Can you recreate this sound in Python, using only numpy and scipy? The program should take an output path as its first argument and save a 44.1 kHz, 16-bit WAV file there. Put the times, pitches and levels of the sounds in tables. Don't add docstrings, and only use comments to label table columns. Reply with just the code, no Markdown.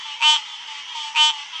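import sys
import numpy as np
from scipy import signal
from scipy.io import wavfile
from scipy.ndimage import uniform_filter1d

SR = 44100
rng = np.random.default_rng(int(sys.argv[2]) if len(sys.argv) > 2 else 0)


def wav_record(signal):
    frames = np.transpose(np.atleast_2d(signal))
    bounded = np.clip(frames, -1, 1)
    quanta = np.round(bounded * 32767).astype(np.int16)
    wavfile.write(sys.argv[1], SR, quanta)


N = 70560


def amp(db):
    return 10 ** (np.asarray(db) / 20)

def unit_rms(x):
    return x / np.sqrt(np.mean(x ** 2) + 1e-20)

def level_at(spectrum, hz):
    points_hz, level_db = np.transpose(spectrum)
    return np.interp(np.log(hz + 1), np.log(points_hz + 1), level_db)

def add(mix, start_s, sound):
    at = round(start_s * SR)
    sound = sound[max(-at, 0):]
    part = mix[max(at, 0):][:len(sound)]
    part += sound[:len(part)]

def colour(x, spectrum, size=4096):
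    log_gain = np.log(amp(level_at(spectrum, abs(np.fft.fftfreq(size, 1 / SR)))))
    taps = np.fft.ifft(np.exp(np.conj(signal.hilbert(log_gain)))).real
    return signal.fftconvolve(x, taps[:size // 2])[:len(x)]

def resonate(x, hz, width_hz):
    phasor = np.exp(2j * np.pi * np.cumsum(hz * np.ones(len(x))) / SR)
    pole = np.exp(-np.pi * width_hz / SR)
    return 2 * (phasor * signal.lfilter([1 - pole], [1, -pole], x / phasor + 1e-18)).real

def impulses(t, times, sizes, reach=8):
    at = np.round(times * SR).astype(int)[:, None] + np.arange(-reach, reach + 1)
    offset = at - times[:, None] * SR
    shapes = sizes[:, None] * np.sinc(offset) * np.sinc(offset / reach)
    train = np.zeros(len(t))
    np.add.at(train, np.clip(at + reach, 0, len(t) - 1), shapes)
    return train

# frequency_hz, relative_density_db
CHORUS_SPECTRUM = [(20, -68), (55, -75.5), (85, -56), (125, -32), (180, -24.5), (300, -30.5), (480, -25),
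                   (680, -30.5), (860, -2.5), (1150, -8), (1550, -13), (2050, -3.5), (2500, -6.5),
                   (3150, 3), (4000, -14.5), (5900, -11), (7800, -27), (9000, -36), (11000, -70),
                   (16000, -68)]
def far_chorus(level_db=-37, patch_db=3, size=2048):
    hz, frames = np.fft.rfftfreq(size, 1 / SR), N // (size // 4) + 5
    real, imag, patches = rng.standard_normal((3, frames, len(hz)))
    patches = uniform_filter1d(patches, size=7, axis=0)
    patches = unit_rms(uniform_filter1d(patches, size=8, axis=1))
    spectra = (real + 1j * imag) * amp(level_at(CHORUS_SPECTRUM, hz) + patch_db * patches)
    wash = signal.istft(spectra.T, nperseg=size, noverlap=size * 3 // 4)[1][:N]
    return amp(level_db) * unit_rms(wash)

def tree_echoes(x, t60_s=.2, delay_s=.004, spacing=16):
    at = np.arange(0, SR // 2, spacing)
    reflections = rng.choice([-1., 1.], len(at)) * amp(-60 * at / SR / t60_s)
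    taps = np.zeros(SR // 2 + spacing)
    taps[at + rng.integers(0, spacing, len(at))] = reflections
    taps = np.pad(taps / np.linalg.norm(taps), (round(delay_s * SR), 0))
    return signal.fftconvolve(x, taps)[:len(x)]

def larynx_hum(periods):
    return np.cos(2 * np.pi * 3 * periods)

# frequency_hz, gain_db
BODY_SPECTRUM = [(30, -48.5), (150, -39.5), (450, -49), (680, -20), (850, 2.5), (1200, 5), (1550, -3),
                 (1850, -3.5), (2150, -4), (2450, 2), (2750, -0.5), (3050, 3.5), (3650, 0.5), (4100, -8.5),
                 (5000, -6.5), (9000, -66.5)]
# frequency_hz, gain_db
SNAP_SPECTRUM = [(100, -65), (2800, -27.5), (4200, 0), (6000, 2.5), (8100, -3), (8550, -8), (9200, -21.5),
                 (10000, -8), (10700, -23.5), (12000, -41.5), (15000, -69)]
# frequency_hz, bandwidth_hz, gain_db
SAC_MODES = [(4640, 420, 5), (5320, 190, 2.5), (6280, 510, 2), (6850, 260, 3), (7980, 450, 3.5)]
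def vocal_tract(pulses, snaps, throat_hz, width_hz, throat_db, sac_tuning=1):
    body, edge = colour(pulses, BODY_SPECTRUM), colour(snaps, SNAP_SPECTRUM)
    edge = edge + amp(-6.5) * np.roll(edge, -round(.00055 * SR))
    sac = sum((-1) ** k * amp(db) * resonate(edge, hz * sac_tuning, bandwidth_hz)
              for k, (hz, bandwidth_hz, db) in enumerate(SAC_MODES))
    return body + amp(throat_db) * resonate(body, throat_hz, width_hz) + sac

# frequency_hz, gain_db
DISTANCE_RESPONSE = [(30, -22), (300, -24), (700, -6.5), (880, -6.5), (1200, 1.5), (1500, -7.5),
                     (2050, 6.5), (2500, -1), (3200, 2.5), (6000, -2.5), (8000, -6), (10000, -6.5)]
# start_s, length_s, level_db, base_rate_hz, drop_hz, throat_hz, hum_db, snap_db
NEIGHBOUR_CALLS = [ (-.04, 0.12, -38.5, 335.4, 9, 3210, -14, -2.5),
                   (0.046, 0.13, -36, 287.7, 12.4, 2830, -5.5, -2.5),
                   (.28, 0.14, -32, 286.9, 21.6, 3020, -3.5, 4.5),
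                   (0.448, .14, -38, 308, 14.5, 3320, -14, -0.5), (.60, 0.089, -42, 312, 11, 3090, -7, -10),
                   (0.666, 0.17, -37, 285.7, 20, 3004, -6, 0.5),
                   (0.868, 0.17, -36.5, 317, 13, 3180, -11, -5.5),
                   (0.943, 0.19, -33, 294.3, 20.4, 3120, -3, 3.5),
                   (1.288, .175, -36.5, 287, 15.1, 2930, -4.5, 0.5),
                   (1.524, 0.13, -32, 318.5, 6.7, 3160, -12.5, -10)]
def neighbour_call(start_s, length_s, level_db, base_rate_hz, drop_hz, throat_hz, hum_db, snap_db):
    sag_s, attack_s, release_s, hum_attack_s = .053, .011, .042, .013
    count, jitter_periods = 90, .006
    t = np.arange(SR // 2) / SR
    periods = np.cumsum(base_rate_hz + drop_hz * np.exp(-t / sag_s)) / SR
    times = np.interp(np.arange(count) + jitter_periods * rng.standard_normal(count), periods, t)
    sizes = np.clip(times / attack_s, 0, 1) * np.clip((length_s - times) / release_s, 0, 1)
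    pulses = impulses(t, times, sizes)
    buzz = vocal_tract(pulses, pulses * amp(snap_db), throat_hz, width_hz=356, throat_db=13)
    buzz = colour(buzz, DISTANCE_RESPONSE)
    buzz = buzz + amp(-3) * tree_echoes(buzz)
    swell = np.minimum(t / hum_attack_s, 1) * np.maximum(1 - t / length_s, 0) ** .6
    hum = swell * larynx_hum(periods)
    hum = hum + amp(-9.5) * tree_echoes(hum)
    call = unit_rms(buzz) + amp(hum_db) * unit_rms(hum)
    return start_s, amp(level_db) * call * np.sqrt(length_s / t[-1])

def stutter(growth, step_db, count):
    k = np.arange(count) + 1
    return np.cumsum(growth ** k), step_db * k ** 2

def near_pulses(t, rate_hz, count, length_s):
    settle_s, peak_s, closing_db, shimmer_db = .018, .044, 3, .25
    lead, lead_db = stutter(growth=1.62, step_db=-2.1, count=2)
    trail, trail_db = stutter(growth=1.27, step_db=-1.05, count=4)
    times = np.r_[-lead[::-1], np.arange(count), count - 1 + trail] / rate_hz
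    elapsed_s = np.clip(times, 0, length_s)
    looseness = np.maximum(np.exp(-(elapsed_s / settle_s) ** 4), times > length_s)
    jitter, shimmer = rng.standard_normal((2, len(times)))
    times = times + jitter * (.0015 + .08 * looseness) / rate_hz
    rise_db = -4 * (1 - elapsed_s / peak_s) ** 2
    fall_db = -5 * abs((elapsed_s - peak_s) / (length_s - peak_s)) ** 1.8
    stutter_db = np.r_[lead_db[::-1], np.zeros(count), closing_db + trail_db]
    sizes = amp(np.where(elapsed_s < peak_s, rise_db, fall_db) + stutter_db + shimmer_db * shimmer)
    rasp_envelope = np.interp(t, times, sizes * amp(-26 + 13 * looseness), left=0, right=0)
    rasp = rasp_envelope * np.sqrt(rate_hz / SR) * rng.standard_normal(len(t))
    return impulses(t, times - t[0], sizes) + rasp

def near_hum(t, rate_hz, length_s):
    lead_s, lag_s, peak_fraction, sharpness, settle_s = .026, .028, .41, .015, .012
    progress = np.clip((t + lead_s) / (lead_s + length_s + lag_s), 0, 1)
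    swell = abs(np.sin(np.pi * progress ** (np.log(.5) / np.log(peak_fraction))))
    phase_delay_s = sharpness * settle_s * np.exp(-np.maximum(t, -settle_s) / settle_s)
    return swell * larynx_hum(rate_hz * (t - phase_delay_s))

# buzz_start_s, level_db, pulse_rate_hz
NEAR_CALLS = [(.2228, 0, 304.25), (1.1642, -.4, 304.1)]
def near_call(buzz_start_s, level_db, rate_hz, count=42):
    margin_s, inflate_s, snap_peak_s, sag_s = .05, .039, .088, .125
    length_s = (count - 1) / rate_hz
    t = np.arange(SR // 3) / SR - margin_s
    pulses = near_pulses(t, rate_hz, count, length_s)
    snap_db = 2 - 7 * np.minimum(((t - snap_peak_s) / .05) ** 2, 1) - .5 * (t > length_s)
    rise_start_s = -1.62 / rate_hz
    throat_hz = 3220 - 664 * np.exp(-np.maximum(t, rise_start_s) / inflate_s)
    sac_tuning = 1 - .051 * np.clip(t / sag_s, 0, 1) ** 8
    buzz = vocal_tract(pulses, pulses * amp(snap_db), throat_hz,
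                       width_hz=282, throat_db=19.5, sac_tuning=sac_tuning)
    call = unit_rms(buzz) + amp(-9) * unit_rms(near_hum(t, rate_hz, length_s))
    return buzz_start_s - margin_s, amp(level_db - 15) * call * np.sqrt(length_s * SR / len(t))

def scene():
    around, near = far_chorus(), np.zeros(N)
    for call in NEAR_CALLS:
        add(near, *near_call(*call))
    for call in NEIGHBOUR_CALLS:
        add(around, *neighbour_call(*call))
    return (around + near + amp(-22) * tree_echoes(near))[None]

def record(dry, cutoff_hz=12500):
    taps = signal.firwin(511, cutoff_hz, window=("kaiser", 9), fs=SR)
    return signal.oaconvolve(dry, taps[None], "same")


dry = scene()
out = record(dry)
wav_record(out)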